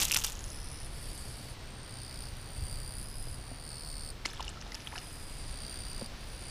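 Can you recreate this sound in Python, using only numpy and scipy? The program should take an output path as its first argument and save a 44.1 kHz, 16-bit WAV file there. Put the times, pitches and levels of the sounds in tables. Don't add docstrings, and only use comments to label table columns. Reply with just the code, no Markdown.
import sys
import numpy as np
from scipy import signal
from scipy.fft import rfft, irfft, next_fast_len
from scipy.io import wavfile

SR = 44100
rng = np.random.default_rng(int(sys.argv[2]) if len(sys.argv) > 2 else 0)


def invert_db(level):
    return 10 ** (np.asarray(level, dtype=float) / 20)


def dump(signal):
    limited = np.clip(np.atleast_2d(signal).T, -1, 1)
    pcm = np.round(limited * 32767).astype(np.int16)
    wavfile.write(sys.argv[1], SR, pcm)


N = 286684


def in_time(rows):
    s, *columns = np.transpose(rows)
    return [np.interp(np.arange(N) / SR, s, c) for c in columns]


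def rms_one(x):
    return x / np.sqrt(np.mean(x ** 2) + 1e-20)


def drift(rate_hz):
    r = np.exp(-40 * np.pi * rate_hz / SR)
    noise = rng.standard_normal(N // 20 + 2002)
    slow = signal.lfilter([1], [1, -2 * r, r * r], noise)[2000:]
    return np.interp(np.arange(N) / 20, np.arange(len(slow)), rms_one(slow))


def coloured(x, spectrum):
    hz, level_db = np.transpose(spectrum)
    size = next_fast_len(N)
    log_hz = np.log(np.arange(size // 2 + 1) * SR / size + 1e-3)
    gain = invert_db(np.interp(log_hz, np.log(hz), level_db))
    return rms_one(irfft(rfft(x, size) * gain, size)[:N])


def butter_sos(order, hz, kind):
    return signal.butter(order, hz, kind, fs=SR, output="sos")


def pings(events, attack, decay, rise, blunt):
    out = np.zeros(N + SR)
    for (s, peak_db, hz, ms), turn in zip(events, rng.random((len(events), 1))):
        u = np.arange(int(SR * ms / 200) + 8) / (SR * ms / 1000)
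        fall = np.exp(-decay * np.maximum(u - attack, 0) ** blunt)
        shape = np.minimum(u / attack, 1) * fall
        pitch_hz = np.minimum(hz * (1 + rise * (u - .5)), .45 * SR)
        cycles = np.cumsum(pitch_hz) / SR + turn
        at = round(s * SR)
        out[at:at + len(u)] += invert_db(peak_db) * shape * np.sin(2 * np.pi * cycles)
    return out[:N]


def ringing(events, cycles):
    return [(s, db, hz, 1000 * cycles / hz) for s, db, hz in events]


# time in seconds, rumble in dB.
GUSTS = [(0.0, -43.5), (0.14, -39), (0.31, -45), (1.38, -45.5), (1.8, -48.5), (2.55, -44.5), (2.62, -39),
         (3.11, -45), (3.82, -48), (4.11, -44), (4.16, -48.5), (4.47, -46.5), (5.0, -47.5), (5.29, -44.5),
         (5.43, -43), (5.77, -46), (6.5, -44.5)]
# frequency in Hz, density in dB per Hz.
RUMBLE_COLOUR = [(8.8, -48), (15, 0.5), (36, -1.5), (97, -9.5), (124, -15.5), (151, -19.5), (308, -29),
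                 (400, -47), (520, -61), (880, -120)]
# time in seconds, level in dB.
BREEZE_LEVEL = [(0, -53), (2.6, -53.5), (3.1, -54.5), (4.15, -54.5), (4.47, -53.5), (5.25, -54), (5.5, -52),
                (6.5, -52.5)]
# frequency in Hz, density in dB per Hz.
AIR_COLOUR = [(88, -41), (150, -1.5), (179, -6), (553, -10), (659, -10), (755, -10.5), (848, -12),
              (3450, -16.5), (4530, -16), (5500, -19.5), (9130, -35.5), (10300, -27.5), (15700, -61)]


def wind():
    rustle_db, rustle_s = 8.5, 0.085
    air_db = in_time(BREEZE_LEVEL)[0] + rustle_db * np.exp(-np.arange(N) / SR / rustle_s)
    rumble_db = in_time(GUSTS)[0] + 2.0 + 0.39 * drift(17)
    rumble = coloured(rng.standard_normal(N), RUMBLE_COLOUR) * invert_db(rumble_db)
    air = coloured(rng.standard_normal(N), AIR_COLOUR) * invert_db(air_db + 3.0 + .5 * drift(40))
    leaves = signal.sosfilt(butter_sos(2, 1490, "high"), air)
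    brighter = invert_db(air_db - np.median(air_db)) - 1
    return rumble + air + leaves * brighter


# time in seconds, level in dB.
MOTOR_LEVEL = [(0, -65.5), (1.0, -52.5), (1.6, -52.5), (3.2, -53), (4.5, -54.5), (6.5, -60.5)]


def motor():
    hum_hz, width_hz = 123.1, 11
    band = butter_sos(1, [hum_hz - width_hz / 2, hum_hz + width_hz / 2], "band")
    hum = rms_one(signal.sosfilt(band, rng.standard_normal(N)))
    return invert_db(in_time(MOTOR_LEVEL)[0]) * hum


# frequency in Hz, density in dB per Hz.
CHORUS_COLOUR = [(6500, -11), (8500, 0), (10500, -11), (12500, -7.5), (14500, -10), (15900, 1.5)]


def chorus():
    return invert_db(-60 + 2.5 * drift(2.1)) * coloured(rng.standard_normal(N), CHORUS_COLOUR)


# start in seconds, peak in dB, pitch in Hz, overtone in dB above it.
LURE_CLACKS = [(.0014, -20, 5900, -16), (.0058, -24, 8860, -5), (.008, -23, 6000, -20),
               (0.012, -26, 6100, 0), (.017, -18, 6540, -17), (0.02, -27, 5420, -20),
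               (0.022, -27, 7280, -20), (0.025, -18, 6880, -20), (0.0275, -22, 8830, -20),
               (0.03, -34, 5200, 11), (.0316, -22, 8080, -20), (.0346, -26, 6800, 4),
               (0.043, -30, 8150, -20), (0.049, -29, 7380, -20), (0.0527, -17, 6900, -2),
               (0.1181, -17.5, 5650, 2), (0.145, -22, 5870, 6.5), (0.1656, -15.5, 5400, -7),
               (.1673, -32, 5800, -9), (0.171, -18, 13060, -25), (.1759, -34, 6960, -22),
               (0.2386, -23, 5700, -6), (0.241, -29, 5730, -20), (0.242, -22, 13700, -20),
               (0.2455, -18.5, 5630, -2), (0.2474, -22.5, 5240, -1), (0.266, -24, 12500, -22),
               (.3285, -31, 8560, -13)]
# start in seconds, peak in dB.
BEAD_TICKS = [(.3213, -34), (.3534, -38.5), (.3718, -43), (.392, -35), (0.4066, -40), (0.441, -34),
              (.4814, -44), (.5022, -38)]


def lure():
    cycles, overtone = 3.4, 1.9
    tick_hz, tick_ms, sag_hz_per_s = 6900, 1.5, 2200
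    clacks = ringing([(s, db, hz) for s, db, hz, _ in LURE_CLACKS], cycles)
    clacks += ringing([(s, db + up_db, overtone * hz) for s, db, hz, up_db in LURE_CLACKS], cycles)
    first_s = BEAD_TICKS[0][0]
    ticks = [(s, db, tick_hz - sag_hz_per_s * (s - first_s), tick_ms) for s, db in BEAD_TICKS]
    return clacks + ticks


# frequency in Hz, density in dB per Hz.
SPRAY_SPECTRA = [
    [(470, -56), (800, -9.5), (1250, -9), (1950, -17.5), (2730, -4), (4430, -10), (5610, -5), (14200, -14),
     (15500, -21)],
    [(1000, -4), (1700, -3), (2220, -7), (2630, -2), (4620, -11.5), (5160, -6), (9070, -18.5), (9940, -18),
     (15500, -44)],
]


def spray(events, thrower, level_db, per_s, spread_db, short_s, long_s, long_db, cycles):
    blows = np.zeros(N)
    starts = [round(row[0] * SR) for row in events]
    np.add.at(blows, starts, invert_db(np.array(events)[:, 1]) ** 2)
    burst, patter = [signal.lfilter([1], [1, -np.exp(-1 / (tau * SR))], blows + 1e-18)
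                     for tau in (short_s, long_s)]
    sizes = invert_db(spread_db * np.minimum(rng.exponential(1, N), 4)) * rng.choice([-1, 1], N)
    born = rng.random(N) < per_s * invert_db(5.0 * drift(150)) / SR
    pitch_class = rng.integers(0, 16, N)
    rings = 0
    for k, hz in enumerate(np.linspace(30, 120, 16) ** 2):
        r = np.exp(-hz / cycles / SR)
        resonance = [1, -2 * r * np.cos(2 * np.pi * hz / SR), r * r]
        hits = sizes * born * (pitch_class == k) + 1e-18
        rings = rings + rms_one(signal.lfilter([1, 0, -1], resonance, hits)) * hz ** .25
    density = np.sqrt(burst + invert_db(long_db) ** 2 * patter)
    return invert_db(level_db) * density * coloured(rings, SPRAY_SPECTRA[thrower])


# start in seconds, peak in dB, pitch in Hz, length in ms.
SLAPS = [(0.019, -31, 3050, 1.7), (0.0223, -17, 3560, 0.72), (.064, -35, 4200, 1), (0.083, -24, 6660, 0.51),
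         (0.0986, -22, 4800, 0.37), (0.1114, -19.5, 2750, 1.2), (0.1165, -35, 3200, 3.5),
         (0.1241, -23.5, 2650, 3.3), (.1248, -28, 5530, 2.3), (0.1381, -21.5, 5600, 0.99),
         (0.1601, -19, 2500, 1), (.162, -33.5, 1430, 5.8), (0.164, -16.5, 3220, 0.75),
         (0.1422, -24, 3800, 0.97), (0.188, -25, 6960, 0.98), (0.196, -32, 6500, 1.6),
         (0.202, -36, 7500, .5), (0.22, -31, 3380, 1.1), (.272, -36, 3550, 3.8), (.2797, -31, 5500, .7),
         (.3045, -43, 3620, 2)]


def fish():
    rattle = lure()
    out = invert_db(6.0) * pings(rattle, attack=0.14, decay=2.2, rise=0.034, blunt=0.84)
    out += invert_db(5.5) * pings(SLAPS, attack=0.34, decay=2.6, rise=0.034, blunt=0.93)
    out += spray(rattle + SLAPS, 0, level_db=-12.5, per_s=3000, spread_db=1.5,
                 short_s=0.0021, long_s=0.02, long_db=-11.0, cycles=1.5)
    return out


# start in seconds, peak in dB, pitch in Hz.
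DRY_SNAPS = [(.0037, -20, 7000), (.0059, -11, 7100), (0.0141, -9, 7500), (.0172, -10, 6000),
             (0.0295, -18, 8000), (0.028, -12, 8000), (0.031, -13, 8000), (0.0443, -13, 8000),
             (.0489, -20, 8000), (0.052, -23, 6000), (.1456, -11, 6000), (0.248, -17, 4500),
             (0.242, -25, 4500), (.0875, -17, 7000), (.1023, -27, 5000), (.119, -26, 8000),
             (0.15, -25, 6000), (.1812, -25, 6000), (0.194, -25, 7000), (.1966, -22, 7000),
             (.2021, -22, 7000), (.211, -29, 6000), (.2165, -30, 5500), (0.224, -22, 8000),
             (0.2447, -18, 7000), (.2552, -27, 6000), (0.2682, -21, 8000), (.2847, -38, 6000),
             (.2906, -33, 6000), (0.299, -19, 8000), (.3046, -24, 7000), (4.259, -22, 5000),
             (4.2885, -38, 10000), (4.2965, -41, 6500), (4.3124, -35, 9000), (4.382, -40, 9000),
             (4.4285, -33, 11000), (4.464, -41, 10000), (4.7538, -26, 7000)]


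def snaps():
    return invert_db(1.5) * pings(ringing(DRY_SNAPS, 1.04), attack=0.55, decay=4.5, rise=.01, blunt=0.93)


def cricket(phrase, rates, singer, wing, perch, swell, colour, rings, core):
    rasp = 0.17
    start, end, offset = phrase
    glide_1, glide_2, stroke_ms, late_ms = singer
    first_hz, third_hz = wing
    echo_db, echo_ms, scatter_db, scrape_db = perch
    full_db, open_db, after_s, width_s, sag_db = swell
    wing_hz, sharper, second_db, soft_db, third_db = colour
    long_1, long_2, long_3, climb = rings

    t = np.arange(round(start * SR), min(round(end * SR), N)) / SR
    rate = np.interp(t, [start, (start + end) / 2, end], rates)
    strokes = (np.cumsum(rate) - rate.sum()) / SR - offset
    since = strokes % 1 / rate
    u = since * 1000 / stroke_ms
    index = (np.floor(strokes) - np.floor(strokes[0])).astype(int)
    chance = rng.standard_normal((80, 9))[index].T

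    swelling = t - start - after_s
    soft = 1 / (1 + np.exp(swelling / width_s))
    level_db = full_db - open_db * soft - sag_db * np.maximum(swelling, 0)
    level_db = level_db - 10 * np.exp((start - t) / 0.057)
    effort = invert_db(0.45 * (level_db - level_db.max()))
    hz = wing_hz * (1 + sharper * soft + climb * swelling)
    mean_hz = np.sqrt(hz * hz[-1])

    lag_s = np.arange(int(.06 * SR)) / SR
    leaves = rng.standard_normal((3, len(lag_s))) * np.exp(-lag_s / 0.022)
    leaves = invert_db(scatter_db) * leaves * np.sqrt(2 / 0.019 / SR)

    partials = [
        (first_hz / mean_hz, glide_1, 0, 0, long_1, 0.05, -7),
        (2, glide_2, second_db + soft_db * soft, 0, long_2, 0.12, .0),
        (third_hz / mean_hz, .02, third_db + 3 * soft, late_ms / stroke_ms, long_3, .1, -1)]
    heard = 0
    for k, (ratio, glide, above_db, late, long, rise, dull_db) in enumerate(partials):
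        v = np.maximum(u - late, 0)
        shape = rms_one((1 - np.exp(-v / rise)) * np.exp(-(v / long) ** 3))
        step = np.log(np.cosh(6 * (u / long - .55))) * long * stroke_ms / 12000
        cycles = ratio * hz * (since + glide * effort * (step + (k == 0) * since / 2))
        jitter = rasp * ratio * chance[3 + k]
        tone = np.sqrt(2) * np.sin(2 * np.pi * (cycles + jitter))
        if k == 1:
            teeth = signal.sosfilt(butter_sos(2, 1290, "low"), rng.standard_normal(len(t)))
            tone = tone * (1 + invert_db(scrape_db) * rms_one(teeth))
        tone = shape * tone
        if k < 2:
            ring_hz = core[2 * k] * (hz / hz[-1]) ** ((k + 1) / 2)
            fade = rms_one((1 - np.exp(-since / 0.0017)) * np.exp(-since / 0.0045))
            ring = np.sqrt(2) * np.sin(2 * np.pi * (ring_hz * since + jitter))
            tone = tone + invert_db(core[2 * k + 1]) * fade * ring
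        tone = invert_db(level_db - 2.5 + above_db + 0.53 * chance[k]) * tone
        path = np.zeros(len(lag_s))
        path[0] = 1
        path[round(echo_ms * SR / 1000)] = invert_db(echo_db + dull_db)
        swaying = signal.fftconvolve(chance[6:] * tone, invert_db(dull_db) * leaves, axes=1)
        heard = heard + signal.fftconvolve(tone, path) + swaying.sum(axis=0)
    out = np.zeros(N + SR)
    out[round(start * SR):][:len(heard)] = heard
    return out[:N]


# start in seconds, end in seconds, stroke offset 0-1.
SONGS = [(0.34, 0.862, 0.875), (0.9, 1.5, 0.9), (0.86, 1.53, 0.875), (1.56, 2.29, 0.725),
         (2.3, 3.03, 0.925), (2.9, 3.355, 0.175), (3.3, 4.11, 0.4), (4.69, 5.53, 0.575),
         (5.25, 6.075, 0.075), (6.17, 6.5, 0.775)]
STROKE_RATES = [(73.0, 71.2, 67.4), (66.2, 66.4, 70.6), (72.8, 70.45, 68.3), (60.6, 65.1, 62.1),
                (65.5, 67.6, 65.1), (63.8, 72.3, 66.4), (73.7, 76.6, 73.6), (71.2, 71.2, 69.6),
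                (62.7, 65.3, 61.0), (61.7, 65.9, 67.3)]
# glide share of 1st partial, of 2nd, stroke in ms, lateness of 3rd in ms.
STROKES = [(0.19, 0.14, 3, 2.0), (0.056, 0.13, 2.6, .3), (0.12, 0.17, 4.7, 1.0), (0.11, 0.067, 3.1, .3),
           (0.05, 0.1, 3, 0.27), (0.043, 0.077, 3.1, 2.2), (0.17, 0.096, 4.6, 2.6), (0.022, 0.19, 5.1, .5),
           (0.03, 0.079, 3.5, .3), (0.045, 0.054, 5.5, .3)]
# 1st in Hz, 3rd in Hz.
RESONANCES = [(5000, 13400), (4560, 14000), (4850, 13300), (4620, 14000), (4720, 13750), (4870, 12750),
              (4420, 13330), (4780, 14300), (4680, 13800), (4650, 14000)]
# ground echo in dB, echo delay in ms, leaf scatter in dB, dry scrape in dB.
PLACES = [(-5, 5.8, -7, -3.5), (-13, 13, -1, 2.5), (-12, 23, 0.5, 1), (-13, 2.5, -7.5, -10),
          (-10.5, 7, -7.5, -4), (-10, 7.8, -7, -1.5), (-9, 4.6, -10, -7.5), (-4, 5.6, -3.5, -0.7),
          (-25, 5.2, -8.5, -7), (-30, 15, -6, -2)]
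# full level in dB, opening in dB below it, swell time in seconds,
# swell width in seconds, sag in dB per second.
SWELLS = [(-52.5, 20, 0.078, 0.023, 4.5), (-55, 3, 0.099, 0.042, 9.5), (-56, 6.5, .07, 0.028, 14),
          (-48.5, 18.5, .31, 0.068, 4), (-48, 11, 0.28, 0.065, 8.5), (-54.5, 7, 0.065, 0.054, 4),
          (-48, 9.5, 0.34, 0.024, -0.5), (-55, 15, 0.26, 0.072, 7.5), (-48.5, 17.5, 0.25, 0.041, -0.5),
          (-47.5, 13, 0.26, 0.048, 2)]
# wing pitch in Hz, opening sharpness as a share, 2nd partial in dB above 1st,
# its gain when soft in dB, 3rd in dB above 1st.
COLOURS = [(4930, 0.052, -1, 16, -27), (4800, -0.0078, -3.5, -1, -18), (4840, -.02, -6.5, 10, -20),
           (4610, -0.05, -3, 8.5, -18), (4546, 0.026, -1.8, 3, -13), (4880, -0.024, 1, 5, -10),
           (4554, 0.025, -1.6, 4, -18), (4950, .01, -2.5, 7.5, -22), (4550, -0.011, -3.5, 9, -17.5),
           (4550, 0.046, -3.5, 4.5, -27)]
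RING_LENGTHS = [(1.1, 0.78, .4, 0.001), (0.73, 0.89, .4, -0.016), (0.8, 0.83, .4, -0.029),
                (1.02, .8, .4, 0.011), (1.6, .8, .3, 0.082), (1.05, 0.64, .35, -0.036),
                (0.76, 0.59, .8, 0.001), (0.72, 0.77, .3, -0.116), (1.16, 1, .5, 0.0085),
                (1, .7, .4, 0.001)]
# 1st pitch at the end in Hz, its level in dB re stroke, 2nd in Hz, its level in dB.
FREE_RINGS = [(5050, -6, 10000, -13), (4650, -11, 9200, -10), (4850, -14, 8900, -16),
              (4690, -8, 9150, -7.5), (4730, -6, 9350, -4.5), (4950, -6, 9750, -5), (4670, -6.5, 9000, -5),
              (4770, -9, 11000, -18), (4850, -12, 9150, -5.5), (4650, -9, 9100, -8)]


def crickets():
    songs = zip(SONGS, STROKE_RATES, STROKES, RESONANCES, PLACES, SWELLS, COLOURS, RING_LENGTHS, FREE_RINGS)
    return sum(cricket(*song) for song in songs)


# start in seconds, peak in dB, pitch in Hz, length in ms.
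DULL_KNOCKS = [(2.62, -32.5, 79, 38), (3.272, -35.5, 447, 1.5), (3.515, -40, 248, 11),
               (3.515, -40, 654, 3.7), (4.258, -34.5, 297, 4.4), (4.572, -37.5, 1320, 5.3),
               (4.664, -39, 800, 2.4), (4.97, -41.5, 725, 12), (5.065, -44, 3200, 4),
               (1.178, -37, 6400, .5), (2.232, -42, 11300, 1.5), (2.37, -41, 11200, .6),
               (2.99, -45, 11600, 1.5), (5.575, -40, 10700, .8), (6.014, -32.5, 523, 4.2),
               (6.02, -27.5, 613, 1), (6.022, -32, 220, 8.7)]


def knocks():
    return pings(DULL_KNOCKS, attack=0.053, decay=1.06, rise=0.012, blunt=0.82)


# start in seconds, peak in dB, pitch in Hz, length in ms.
SPLASH_BUBBLES = [(4.2507, -31, 2140, 0.9), (4.2539, -28, 2120, 5.1), (4.2575, -29.5, 1020, 1.5),
                  (4.2583, -30, 2920, 2.2), (4.3329, -43, 3540, 2.2), (4.3962, -34, 1040, 5.5),
                  (4.4037, -37, 2920, 3.4), (4.4047, -32, 885, 4.6), (4.4798, -34.5, 2870, 4.5),
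                  (4.7209, -41, 2000, 5.6), (4.7449, -31.5, 5050, 2), (4.7502, -43, 2730, 1.4),
                  (4.8015, -38, 2330, 0.92), (4.8629, -46, 1840, 2.7), (4.8656, -46, 3330, 3),
                  (4.8722, -29, 3150, 1.8), (4.9255, -39, 2100, 1.3), (4.9284, -40, 910, 6.2),
                  (4.9384, -35.5, 990, 1.9), (4.9566, -43, 2540, 4), (4.9569, -33, 1490, 1.2),
                  (4.9595, -40, 1710, 9.4), (4.9677, -38.5, 1530, 2.1), (4.9794, -34, 2820, 2.4)]
# start in seconds, peak in dB, pitch in Hz.
SURFACE_DROPS = [(4.254, -26.5, 4400), (4.258, -29, 4860), (4.2602, -22, 5240), (4.2617, -40, 6170),
                 (4.2882, -37, 4130), (4.3495, -41, 5500), (4.369, -38, 3180), (4.3962, -47, 4010),
                 (4.4075, -33, 3420), (4.426, -32.5, 4600), (4.4283, -33, 5600), (4.4454, -36, 3610),
                 (4.4918, -32.5, 7650), (4.611, -42, 5200), (4.614, -33, 5730), (4.623, -42, 1750),
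                 (4.678, -45, 5900), (4.333, -37, 9700), (4.3355, -40, 9900), (4.4508, -36, 9100),
                 (4.4949, -37, 7500), (4.5, -40, 9000), (4.482, -42, 5600), (4.453, -45, 3400),
                 (4.606, -42, 5600), (4.624, -43, 3100), (4.666, -44, 3600), (4.376, -39, 3300),
                 (4.3575, -46, 3400), (4.341, -44, 5600), (4.805, -39, 5500), (4.406, -38.5, 8100),
                 (4.7181, -42, 3700), (4.7202, -33, 4900), (4.746, -39, 8920), (4.7503, -28, 5400),
                 (4.7546, -36, 3420), (4.821, -40, 4800), (4.961, -34, 4550), (4.9794, -33, 5400),
                 (4.9854, -31, 5000), (4.9923, -40, 4950), (5.012, -49, 1900), (4.922, -41, 1730),
                 (4.954, -43, 2020)]


def splash():
    drops = ringing(SURFACE_DROPS, 4.2)
    out = invert_db(4.0) * pings(SPLASH_BUBBLES, attack=0.21, decay=1.6, rise=0.041, blunt=0.94)
    out += invert_db(3.5) * pings(drops, attack=0.3, decay=2.2, rise=0.048, blunt=1.06)
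    out += spray(SPLASH_BUBBLES + drops, 1, level_db=-13.5, per_s=3500, spread_db=4.5,
                 short_s=0.0032, long_s=0.077, long_db=-16.5, cycles=4.3)
    return out


def scene():
    background = wind() + motor() + chorus()
    return (background + fish() + snaps() + crickets() + knocks() + splash())[None]


def roll_off(x):
    return signal.sosfilt(signal.butter(12, 15890, fs=SR, output="sos"), x)


def record(dry):
    low_pass = signal.ellip(6, .5, 32, 15220, fs=SR, output="sos")
    mix = signal.sosfilt(low_pass, dry)
    return roll_off(mix)


dry = scene()
out = record(dry)
dump(out)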